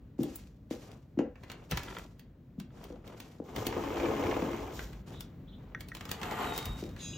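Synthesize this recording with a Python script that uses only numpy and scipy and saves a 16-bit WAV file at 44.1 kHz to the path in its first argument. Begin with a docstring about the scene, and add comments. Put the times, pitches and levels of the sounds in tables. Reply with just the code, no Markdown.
"""Glass patio door and insect screen

Someone walks over a wooden floor, flips a latch, rolls a glass door along its track and slides a screen aside.
Door and screen are friction noise and random impacts driven by speed curves and coloured by body resonances.
Steps, latch parts, knocks and bumps are short decaying hits with a noise room tail; cloth is stroked noise.
Hum and hiss grow as the two doors open; birds whistle, twitter and squeal in sines. A phone hears it in stereo.
"""
import sys
import numpy as np
from scipy import signal
from scipy.fft import rfft, irfft, next_fast_len
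from scipy.io import wavfile
from scipy.ndimage import uniform_filter1d, map_coordinates

SR = 44100
rng = np.random.default_rng(int(sys.argv[2]) if len(sys.argv) > 2 else 0)


def bounce(signal):
    """Save signal as a 16-bit WAV file at the path given by the first command-line argument."""
    frames = np.transpose(np.atleast_2d(signal))
    limited = np.clip(frames, -1, 1)
    pcm = np.round(limited * 32767).astype(np.int16)
    wavfile.write(sys.argv[1], SR, pcm)


N = 316440

# glass door, pulled open and coasting to rest: start_s, speed (share of the fastest)
DOOR_SPEED = [(3.44, 0.051), (3.545, 0.13), (3.568, 0.56), (3.72, 0.42), (3.78, 0.61), (3.94, 0.62),
              (4.04, 0.92), (4.11, 0.73), (4.15, 0.88), (4.26, 1), (4.38, 0.79), (4.62, 0.39),
              (4.86, 0.068), (5.02, 0.023)]
# screen, which sticks, is shoved aside and slows: start_s, speed (share of the fastest)
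SCREEN_SPEED = [(5.93, 0.011), (5.96, 0.018), (6.21, 0.18), (6.24, 0.49), (6.3, 0.48), (6.32, 0.81),
                (6.355, 0.52), (6.42, 1), (6.49, 0.75), (6.54, 0.54), (6.6, 0.34), (6.82, 0.027), (6.92, 0)]
# colour of the rollers on the track: freq_hz, level_db
ROLLER_COLOUR = [(80, -44), (150, -42), (220, -9), (300, 1), (450, 0.5), (620, -5), (1070, -7.5),
                 (1450, -19.5), (2600, -42)]
# resonances of the glass pane: centre_hz, width_hz, boost_db
PANE_MODES = [(95, 27, 15), (218, 24, 13), (278, 16, 12), (343, 22, 10), (436, 32, 8), (505, 40, 6),
              (634, 24, 5), (748, 40, 4), (870, 170, 3), (1060, 70, 3), (1215, 20, 6), (1265, 25, 5),
              (1920, 130, -4), (2120, 110, 4)]
# colour of the door's drone and the yard's hum: freq_hz, level_db
HUM_COLOUR = [(20, -61), (43, 5.5), (60, 2), (95, -0.5), (144, 0.5), (250, -4.5), (370, -14.5), (600, -21),
              (1200, -50.5)]
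# colour of a dull contact: freq_hz, level_db
CLACK_COLOUR = [(200, 6.5), (600, -5), (1100, -6), (1700, -4), (2300, -5.5), (3000, -10.5), (3800, -34),
                (8000, -58)]
# colour of small ringing parts: freq_hz, level_db
RING_COLOUR = [(1500, 1.5), (3200, 9.5), (4600, 4.5), (6300, 3.5), (8500, 0.5), (12000, -5.5)]


def glass_door(rumble_db=-54, drone_db=-45, roller_db=-37.5, bump_db=-43, grit_db=-41.5, crunch_db=-46.0,
               brush_db=-53.5, pane_db=-2.5, rumble_power=0.084, grit_power=0.98, brush_power=0.66):
    """Rollers and grit shake the pane while the weather strip brushes; each grows as a power of the speed."""
    # colours of deep shaking, gritty track and weather strip: freq_hz, level_db
    rumble_colour = [(20, -13), (40, 15), (58, 31.5), (78, -42), (115, 20.5), (170, 2), (300, -47)]
    grit_colour = [(600, 9), (1200, 6.5), (2300, 3.5), (3100, 0.5), (4200, -15), (7000, -58)]
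    brush_colour = [(1900, -17), (3200, -0.5), (4600, -5), (5800, -1.5), (7500, -3.5), (10000, -10.5),
                    (13000, -6), (15500, -11), (16200, -31)]
    # the heavy panel lurches: start_s, fall_after_s, rumble_db (ahead of the pane), weather_strip_db
    lurches = [(1.693, 0.15, -42, -78), (3.56, 0.027, -35.5, -53.5), (4.72, 0.12, -48.5, -56)]

    speed = speed_of(DOOR_SPEED)
    rumble = amp(rumble_db) * speed ** rumble_power
    brush = amp(brush_db) * speed ** brush_power
    for start, fall_after, shake_db, strip_db in lurches:
        lurch = stroke(start, fall_after, attack=0.043, fall_db_per_s=198)
        rumble = rumble + amp(shake_db) * lurch
        brush = brush + amp(strip_db) * lurch

    shake = rumble * rush(rumble_colour, grain_db=-3.0, rate=25)
    rolling = amp(roller_db) * rush(ROLLER_COLOUR, grain_db=3.0, rate=190)
    rolling += amp(bump_db) * crackle(ROLLER_COLOUR, rate=79, size_db=4.0, t60=0.045)
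    shake += speed * rolling
    gritty = amp(grit_db) * rush(grit_colour, grain_db=2.5, rate=330)
    gritty += amp(crunch_db) * crackle(grit_colour, rate=210, size_db=5, t60=0.027)
    shake += speed ** grit_power * gritty
    drone = amp(drone_db) * speed * rush(HUM_COLOUR, grain_db=-2.0, rate=41)
    strip = brush * rush(brush_colour, grain_db=1.5, rate=310)
    return amp(pane_db) * resonant(shake, PANE_MODES) + drone + strip


def track_bumps(clack_t60=0.028, thump_t60=0.09, clack_trim_db=2, thump_trim_db=-3, room_db=-8):
    """A roller drops off a grain of grit: the wheel clacks and the pane thumps."""
    # strikes on the track: start_s, clack_db, thump_db (both ahead of the trims)
    bumps = [(3.726, -35, -42), (3.765, -46, -30), (3.838, -37, -35), (3.903, -45, -32), (3.970, -34, -38),
             (3.999, -34, -32), (4.031, -37, -34), (4.0555, -32, -30), (4.087, -44, -29), (4.108, -42, -27),
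             (4.165, -39, -38), (4.192, -44, -30), (4.237, -35, -31), (4.266, -36, -32), (4.312, -32, -33),
             (4.34, -35, -42), (4.366, -40, -29), (4.42, -37, -35), (4.5309, -41, -37), (4.573, -44, -44)]
    # colour of a roller's clack: freq_hz, level_db
    wheel_colour = [(150, -8), (350, 6), (1050, 1), (1500, -4), (2150, 2), (4000, -15), (6300, -18),
                    (9000, -45)]
    out, thumps = np.zeros((2, N)), np.zeros((2, N))
    t = np.arange(SR // 10) / SR

    def burst(colour, attack, t60):
        """A stereo noise hit with a soft onset and an exponential decay."""
        envelope = (1 - np.exp(-t / attack)) * amp(-60 * t / t60)
        return envelope * coloured(rng.standard_normal((2, len(t))), colour)

    for start, clack_db, thump_db in bumps:
        clack = amp(clack_db + clack_trim_db) * burst(wheel_colour, .0004, clack_t60)
        add(out, start, spread(clack))
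        add(out, start, amp(room_db) * echo(clack[0]))
        thump = spread(burst(ROLLER_COLOUR, .002, thump_t60))
        add(thumps, start, amp(thump_db + thump_trim_db) * thump)
    return out + resonant(thumps, PANE_MODES)


def screen_door(frame_db=-39.5, catch_db=-5, scrape_db=-51, scrape_power=0.73):
    """A hollow frame rubs and catches on its rail and rings; the scrape above fades less at low speed."""
    # colours of the frame's rub and the bright scrape: freq_hz, level_db
    frame_colour = [(120, -29), (230, 1.5), (450, -1), (580, -2.5), (800, -4.5), (1050, -3.5), (1450, -5.5),
                    (2100, -8.5), (3100, -15), (4500, -21), (6000, -47)]
    scrape_colour = [(1900, -40), (3200, -5), (4500, -4), (6200, -1), (8000, 5), (10000, -6), (11300, -8),
                     (12500, 3), (14400, -3), (15600, -25)]
    # resonances of the hollow frame: centre_hz, width_hz, boost_db
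    tube_modes = [(440, 70, 6), (590, 90, -3), (730, 60, 12), (865, 60, 10), (1040, 90, 5), (1206, 35, 11),
                  (1420, 90, 4), (1640, 110, -4), (1880, 160, 3), (2730, 90, 3), (3045, 60, 10),
                  (3190, 60, 7)]
    speed = speed_of(SCREEN_SPEED)
    catches = crackle(frame_colour, rate=140, size_db=3.5, t60=0.02)
    contact = rush(frame_colour, grain_db=0.5, rate=300) + amp(catch_db) * catches
    rub = amp(frame_db) * speed * contact
    scrape = amp(scrape_db) * speed ** scrape_power * rush(scrape_colour, grain_db=2.0, rate=560)
    return resonant(rub, tube_modes) + scrape


def clicks(t60=0.022, lead=0.019, slip_db=-19, clack_db=5, ring_db=6, tick_db=-8, room_db=-6):
    """Plastic and metal parts slip briefly, then snap home; a harder contact clacks less and ticks more."""
    # latch, handle and screen catch: contact_s, level_db (ahead of the layer levels), hardness_db
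    contacts = [(0.2325, -48.5, 16.5), (0.3576, -58, 25.5), (0.362, -61.5, 24), (0.71, -53, -2),
                (1.1901, -52.5, -24.5), (1.3566, -70.5, -34.5), (1.4354, -56.5, -11), (1.4996, -48.5, -7),
                (1.517, -47.5, 7), (1.7117, -39, 10.5), (1.7191, -38, -9), (1.773, -35, 6.5),
                (1.794, -52, 0), (1.8334, -48.5, 8.5), (1.9033, -57, -12), (1.949, -54.5, -8),
                (1.985, -51.5, 12), (2.195, -57.5, 11), (2.6, -50, 7.5), (2.8403, -53, 10.5),
                (3.077, -57, 6), (3.2019, -48, 9.5), (3.562, -41.5, 8), (3.6676, -34.5, 12),
                (4.7924, -49, -19.5), (4.931, -58, -9), (5.207, -45, 12.5), (5.8072, -47, 10),
                (5.886, -53, 13), (5.95, -45.5, 11), (5.969, -49.5, 3.5), (6.009, -47, -4),
                (6.0532, -47, 0), (6.092, -45, 1), (6.1146, -35.5, 11), (6.215, -48, -14),
                (6.2316, -40.5, -10), (6.3113, -46, -6), (6.563, -44.5, 7), (6.5779, -39, 15),
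                (6.588, -42.5, 8), (6.656, -43, 14), (6.891, -58.5, 3), (6.964, -57, -14)]
    # colour of the sharpest layer: freq_hz, level_db
    tick_colour = [(5000, -34), (8500, -1.5), (13000, -4), (15500, -4), (16500, -9)]
    clack_loss, tick_gain = .45, 1.2  # dB per dB of hardness
    before = .02  # s of slipping ahead of the contact
    out, t = np.zeros((2, N)), np.arange(SR // 12) / SR - before
    for contact, db, hardness in contacts:
        layers = [(CLACK_COLOUR, clack_db - clack_loss * hardness, t60 * 2.38),
                  (RING_COLOUR, ring_db, t60),
                  (tick_colour, tick_db + tick_gain * hardness, t60)]
        hit = 0
        for colour, level, layer_t60 in layers:
            slip = amp(slip_db + 20 * t / lead)  # swells by 20 dB per lead
            decay = amp(-60 * np.abs(t) / layer_t60)
            shape = uniform_filter1d(np.where(t < 0, slip, decay), size=50)
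            hit = hit + amp(db + level) * shape * coloured(rng.standard_normal((2, len(t))), colour)
        add(out, contact - before, spread(hit))
        add(out, contact - before, amp(room_db) * echo(hit[0]))
    return out


def chatter(level_db=-2):
    """Loose latch parts and gritty spots of the track chatter in quick runs of small clacks."""
    # runs: start_s, length_s, level_db (ahead of the overall level)
    runs = [(1.173, .05, -61), (1.872, 0.13, -51), (6.24, 0.048, -49)]
    envelope = np.zeros(N)
    for start, length, db in runs:
        add(envelope, start, amp(db) * signal.windows.tukey(round(length * SR), .1))
    return amp(level_db) * envelope * crackle(CLACK_COLOUR, rate=160, size_db=6, t60=0.012)


def knocks(tap_db=2, bolt_db=1.5, snap_db=0, thud_db=-6.5, room_db=-15):
    """Frame, lock case and latch spring ring in decaying modes; floor or pane answers a jolt with one low note."""
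    # screen frame on its rail, bolt in the lock case, latch spring letting go: start_s, level_db (untrimmed)
    frame_taps = [(5.748, -20.5), (5.918, -30)]
    bolt_knocks = [(1.7195, -28), (1.7235, -31), (1.7742, -23.5), (1.7805, -30), (1.801, -35),
                   (1.8715, -39), (1.877, -37), (1.882, -30), (1.8985, -39), (1.9065, -36), (1.9245, -33.5),
                   (1.9665, -26), (1.9835, -35), (2.704, -50), (3.122, -46)]
    spring_snaps = [(1.7132, -24.5)]
    # modes of rail, lock case and spring: freq_hz, level_db, t60_s
    rail_modes = [(1378, -12, .02), (1540, -25, .09), (1707, -6, .015), (1879, -2, .022), (2080, -11, .014),
                  (3461, -25, .02), (5900, -22, .011)]
    lock_modes = [(520, -13, .02), (964, -9, .028), (1360, -9, .028), (1700, -6, .013), (1940, -9, .02),
                  (2290, -13, .016), (3180, -17, .03), (3480, -16, .025), (4540, -24, .025)]
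    spring_modes = [(5250, -7, .012), (5850, -2, .014)]
    # jolts of floor or pane: start_s, level_db (untrimmed), pitch_hz, t60_s
    thuds = [(0.203, -27.5, 133, 0.24), (1.719, -27, 210, 0.04), (1.731, -19, 163, 0.076),
             (1.735, -26.5, 72.4, 0.22), (3.589, -12, 112, 0.016), (3.769, -18.5, 244, 0.034),
             (6.667, -19.5, 81, 0.061), (6.693, -21, 48.3, 0.2)]
    out, t = np.zeros((2, N)), np.arange(SR // 3) / SR
    bodies = [(frame_taps, rail_modes, tap_db),
              (bolt_knocks, lock_modes, bolt_db),
              (spring_snaps, spring_modes, snap_db)]
    for blows, modes, trim_db in bodies:
        for start, db in blows:
            ring = np.zeros(len(t))
            for hz, level, t60 in modes:
                # each blow excites the modes a little differently
                ring += amp(level + rng.normal(0, 1.5) - 60 * t / t60) * np.sin(2 * np.pi * hz * t)
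            ring *= amp(db + trim_db) * (1 - np.exp(-t / 0.0012))
            add(out, start, ring)
            add(out, start, amp(room_db) * echo(ring))
    for start, db, hz, t60 in thuds:
        envelope = amp(db + thud_db - 60 * t / t60) * (1 - np.exp(-t / 0.0003))
        add(out, start, envelope * np.sin(2 * np.pi * hz * t))
    return out


def footsteps(glide=0.62, swell=1.57, sharpness=6, knock_ratio=1.64, knock_t60=0.019, knock_trim_db=8.5,
              knock_room_db=1, boom_trim_db=-2.5, boom_lag=0.01, boom_hold=0.057, boom_fall_db_per_s=110):
    """A heel knocks and sends a bending wave through the floor: high part first, then the boards boom."""
    # heels: start_s, wave_db, base_pitch_hz (ahead of glide and ratio), knock_db and boom_db (untrimmed, re wave)
    steps = [(0.1905, -19, 284, -16.5, -1), (0.238, -23.5, 297, -13.5, -3), (0.71, -25.5, 288, -5.5, -6.5),
             (1.1738, -20.5, 287, -19, -8), (1.192, -16, 288, -7, -5.5), (2.581, -29.5, 205, -17, -3.5),
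             (2.904, -36.5, 305, -3.5, -4.5), (3.401, -30.5, 283, -3, -7.5), (4.421, -24, 223, -31, -2),
             (6.826, -28.5, 348, -11.5, -4.5)]
    # resonances of the floor: centre_hz, width_hz, boost_db
    board_modes = [(327, 34, 1.5), (402, 66, -4), (497, 33, 4), (640, 130, -4), (798, 60, 9.5)]
    out, t = np.zeros((2, N)), np.arange(SR // 20) / SR
    for start, db, hz, knock_db, boom_db in steps:
        cycles = hz * t
        phase = 0.89 * cycles + glide * (1 - np.exp(-cycles / 0.68))  # pitch falls as the wave passes
        u = cycles / swell
        wave = amp(db) * (u * np.exp(1 - u)) ** sharpness * np.sin(2 * np.pi * phase)
        knock_shape = amp(db + knock_db + knock_trim_db - 60 * t / knock_t60) * (1 - np.exp(-t / 0.00047))
        knock = knock_shape * np.sin(2 * np.pi * knock_ratio * cycles)
        add(out, start, wave + knock)

        boom = echo(wave) + amp(knock_room_db) * echo(knock)
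        age = np.arange(boom.shape[-1]) / SR
        fade = np.minimum(age / 0.0028, 1) * amp(-boom_fall_db_per_s * np.maximum(age - boom_hold, 0))
        add(out, start + boom_lag, amp(boom_db + boom_trim_db) * fade * resonant(boom, board_modes))
    return out


def rustle(fidget_db=-7):
    """Cloth and skin rub in short strokes of noise, with stray little ticks of whatever the hand touches."""
    # sleeves, soles and a hand on the handle: start_s, attack_s, fall_after_s, rub_db, swish_db
    strokes = [(0.179, 0.027, 0.2, -60.5, -59.5), (0.703, 0.0029, 0.031, -59, -55.5),
               (0.807, 0.016, 0.12, -57, -67.5), (1.342, 0.1, 0.32, -56.5, -72.5),
               (1.696, 0.046, 0.29, -51, -58), (2.7, 0.082, 0.16, -52.5, -66.5),
               (2.88, 0.02, 0.096, -58.5, -83), (3.039, 0.013, 0.1, -52, -67),
               (3.167, 0.013, 0.17, -58, -68), (3.474, 0.011, 0.027, -46.5, -76),
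               (5.059, 0.017, 0.078, -50.5, -61.5), (5.572, 0.023, 0.18, -58.5, -81.5),
               (6.524, 0.019, 0.046, -68, -48.5), (6.76, .025, 0.031, -61, -52.5)]
    # colours of the dull rub and the bright swish: freq_hz, level_db
    rub_colour = [(150, 5), (400, 5.5), (800, -2), (1250, -6.5), (1650, -13), (3500, -20), (6000, -53)]
    swish_colour = [(1500, 5), (2600, 6.5), (4000, 3.5), (6000, 4.5), (8500, 2.5), (13000, -0.5),
                    (16000, -19)]
    rub, swish = np.zeros(N), np.zeros(N)
    for start, attack, fall_after, rub_db, swish_db in strokes:
        move = stroke(start, fall_after, attack, fall_db_per_s=126)
        rub += amp(rub_db) * move
        swish += amp(swish_db) * move
    fidget = amp(fidget_db) * crackle(RING_COLOUR, rate=75, size_db=9.5, t60=0.015)
    bright = rush(swish_colour, grain_db=2.0, rate=69) + fidget
    return rub * rush(rub_colour, grain_db=3.5, rate=130) + swish * bright


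def birds(whistle_db=-51, twitter_db=-5, squeal_db=-46, sizzle_db=-54, waver=0.00227):
    """A held whistle, gliding chirps and a rusty call: noise sizzle, then wavering inharmonic partials."""
    # twitter: start_s, length_s, from_hz, to_hz (ahead of the flutter), level_db (ahead of twitter_db)
    chirps = [(5.115, .09, 3400, 3800, -57), (5.468, .04, 3300, 4000, -61), (5.516, .04, 3000, 4000, -60),
              (6.988, .035, 3800, 3870, -52), (7.133, .005, 2900, 2860, -41)]
    # partials of the rusty call: freq_hz (ahead of bend and waver), level_db (relative)
    partials = [(1642, -12), (2492, -10), (2686, -11), (3311, -6), (3505, -9), (3677, -11), (3935, -2),
                (4974, -8), (6008, -9), (6417, 0), (6638, -3), (6837, -3), (7047, -8), (7456, -13),
                (8075, -6)]
    # bend of the rusty call: time_s, pitch_ratio
    bend_points = [(6.96, .997), (7.05, 1.003), (7.11, 1), (7.18, .991)]
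    # colour of the sizzle: freq_hz, level_db
    sizzle_colour = [(1200, -7), (2600, -2), (3800, 0), (4400, -5), (5300, -7), (6600, -4), (7500, -10),
                     (8200, -2), (10500, -28), (12800, -10), (15000, -36)]
    whistle_s, whistle_hz, slide_hz, slide_s = 6.457, 3731, 300, .02  # slides down onto its note

    t = np.arange(N) / SR
    note = whistle_hz + slide_hz * np.exp(-np.maximum(t - whistle_s, 0) / slide_s)
    breath = stroke(whistle_s, 0.25, attack=0.025, fall_db_per_s=104)
    whistle = amp(whistle_db) * breath * tone(note * (1 + waver * wobble(61)))
    twitter = amp(twitter_db) * glides(chirps, rough=.055, wet_db=-2)

    bend = curves(bend_points)[0]
    squeal = np.zeros((2, N))
    for hz, db in partials:
        level = db + rng.normal(0, 1.5, (2, 1)) + 2.5 * wobble(30)  # dB, differing from left to right
        squeal += amp(level) * tone(hz * bend + 8 * wobble(140))
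    call = stroke(6.985, 0.093, attack=0.06, fall_db_per_s=72)
    sizzle = stroke(6.955, .07, attack=0.06, fall_db_per_s=72) * rush(sizzle_colour, grain_db=2, rate=300)
    return whistle + twitter + amp(squeal_db) * call * unit(squeal) + amp(sizzle_db) * sizzle


def background():
    """Steady low hum and a faint airy hiss; both grow as the two doors open onto the yard."""
    # levels of hum and hiss: shut_db, added_by_open_door_db, added_by_open_screen_db
    hum_levels = (-53, 5, 4)
    hiss_levels = (-76.5, 8, 5)
    # colour of the hiss: freq_hz, level_db
    hiss_colour = [(200, -24), (500, 0.5), (1000, -1), (2000, -7), (4000, -16.5), (8000, -46), (14000, -23)]
    door, screen = opening(DOOR_SPEED), opening(SCREEN_SPEED)

    def level(shut_db, door_db, screen_db):
        """Gain that follows both openings."""
        return amp(shut_db + door_db * door + screen_db * screen)

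    hum = level(*hum_levels) * rush(HUM_COLOUR, grain_db=.7, rate=14)
    hiss = level(*hiss_levels) * rush(hiss_colour, grain_db=.7, rate=8)
    return hum + hiss


def speed_of(door):
    """A door's speed at every sample, zero before and after its move."""
    s, speed = np.transpose(door)
    return np.maximum(np.interp(np.arange(N) / SR, s, speed, left=0, right=0), 0)


def opening(door):
    """How far a door has travelled, 0 to 1: its speed summed over time."""
    travel = np.cumsum(speed_of(door))
    return travel / travel[-1]


def stroke(start, fall_after, attack, fall_db_per_s):
    """Envelope that rises over the attack and dies away from fall_after seconds past its start."""
    t = np.arange(N) / SR - start
    return np.clip(t / attack, 0, 1) * amp(-fall_db_per_s * np.maximum(t - fall_after, 0))


def rush(colour, grain_db, rate):
    """Stereo friction noise whose force wanders in dB, with rate knots a second."""
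    force = amp(grain_db * wobble(rate))
    return spread(coloured(rng.standard_normal((2, N)) * force, colour))


def crackle(colour, rate, size_db, t60):
    """Stereo stream of tiny random impacts, about rate a second, at rms 1 ahead of the spread."""
    sizes = amp(size_db * np.clip(rng.standard_normal(N), -2, 2))
    blows = (rng.random(N) < rate / SR) * sizes
    decay = amp(-120 * np.arange(SR // 20) / SR / t60)  # power, so twice the dB
    power = signal.fftconvolve(blows ** 2, decay)[:N]
    return spread(coloured(rng.standard_normal((2, N)) * np.sqrt(np.abs(power)), colour))


def glides(rows, rough, wet_db):
    """Short notes that slide from one pitch to another with a slight flutter, and their echo."""
    out = np.zeros((2, N))
    flutter = 1 + rough * wobble(600)
    for start, length, from_hz, to_hz, db in rows:
        n = round(length * SR)
        pitch = np.linspace(from_hz, to_hz, n) * flutter[round(start * SR):][:n]
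        note = amp(db) * signal.windows.tukey(n, .7) * tone(pitch)
        add(out, start, note)
        add(out, start, amp(wet_db) * echo(note))
    return out


def tone(hz):
    """A sine of rms 1 that follows a pitch curve."""
    return np.sqrt(2) * np.sin(2 * np.pi * np.cumsum(hz) / SR)


def resonant(x, peaks):
    """x through a body whose resonances are bell-shaped boosts in dB."""
    def body(hz):
        return amp(sum(db / (1 + (2 * (hz - centre) / width) ** 2) for centre, width, db in peaks))
    return filtered(x, body)


def echo(sound):
    """A fresh stereo noise tail of the room for one short sound; each frequency dies at its own speed."""
    # decay of the room: freq_hz, t60_s
    room_decay = [(100, 0.097), (260, 0.39), (700, 0.41), (1800, 0.34), (5000, 0.22), (13000, 0.1)]
    hz, t, z = signal.stft(rng.standard_normal((2, SR // 2)), SR, nperseg=256)
    decay = amp(-60 * t / along(room_decay, hz)[:, None]) * (1 - np.exp(-t / 0.00067))
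    tail = signal.istft(z * decay, SR, nperseg=256)[1]
    return spread(signal.fftconvolve(sound[None], tail / np.linalg.norm(tail[0]), axes=1))


def spread(pair):
    """Two signals become middle and filtered side, then left and right."""
    # stereo width: freq_hz, side_db
    side_width = [(60, -31), (220, -21), (380, -14), (700, -5), (2000, -10), (2600, -6), (4700, -2),
                  (5900, -11), (7500, -8), (10200, -25), (12500, -8), (15000, -17)]
    side = filtered(pair[1], lambda hz: amp(along(side_width, hz)))
    return np.array([pair[0] + side, pair[0] - side])


def amp(db):
    """Decibels to gain."""
    return 10 ** (np.asarray(db) / 20)


def unit(x):
    """Scale to rms 1."""
    return x / np.sqrt(np.mean(x ** 2) + 1e-20)


def along(points, hz):
    """Read (Hz, value) points on a log frequency axis."""
    f, v = np.transpose(points)
    return np.interp(np.log(hz + 1), np.log(f + 1), v)


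def curves(rows):
    """One value per sample for each column after the time."""
    s, *cols = np.transpose(rows)
    return [np.interp(np.arange(N) / SR, s, c) for c in cols]


def wobble(rate):
    """A smooth random curve, rate knots a second."""
    return map_coordinates(rng.standard_normal(int(N * rate / SR) + 4), [np.arange(N) * rate / SR])


def filtered(x, response):
    """x times a response of frequency."""
    n = x.shape[-1]
    m = next_fast_len(n + 4096)
    return irfft(rfft(x, m) * response(np.fft.rfftfreq(m, 1 / SR)), m)[..., :n]


def coloured(x, colour):
    """x shaped by a (Hz, dB) curve, at rms 1."""
    return unit(filtered(x, lambda hz: amp(along(colour, hz))))


def add(track, start, sound):
    """Mix a sound in at a start time in seconds."""
    part = track[..., round(start * SR):][..., :sound.shape[-1]]
    part += sound[..., :part.shape[-1]]


def scene():
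    """All sources; the low mids lean to the left, where the door is."""
    # stereo balance: freq_hz, left_over_right_db
    left_lean = [(60, 0), (130, .6), (280, 2.4), (550, 2.5), (1100, 1.4), (2200, 0), (4500, -.6),
                 (12000, 0)]
    mix = glass_door() + track_bumps() + screen_door()
    mix += clicks() + chatter() + knocks() + footsteps()
    mix += rustle() + birds() + background()
    return filtered(mix, lambda hz: amp(np.outer([.5, -.5], along(left_lean, hz))))


def record(dry):
    """The phone's two microphones differ in phase; both have a low cut and a band limit."""
    # phase between the microphones: freq_hz, left_lead_rad
    left_lead = [(450, 0), (900, -.4), (3200, .75), (5300, -.3), (7000, 1.2), (9000, 3.14), (11400, 3.14),
                 (14000, 6.28)]
    low_cut_hz, top_hz = 38.4, 16400
    turned = filtered(dry, lambda hz: np.exp(1j * np.outer([.5, -.5], along(left_lead, hz))))
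    low_cut = signal.butter(4, low_cut_hz, "highpass", fs=SR, output="sos")
    trimmed = signal.sosfilt(low_cut, turned)
    return filtered(trimmed, lambda hz: hz < top_hz)


dry = scene()
out = record(dry)
bounce(out)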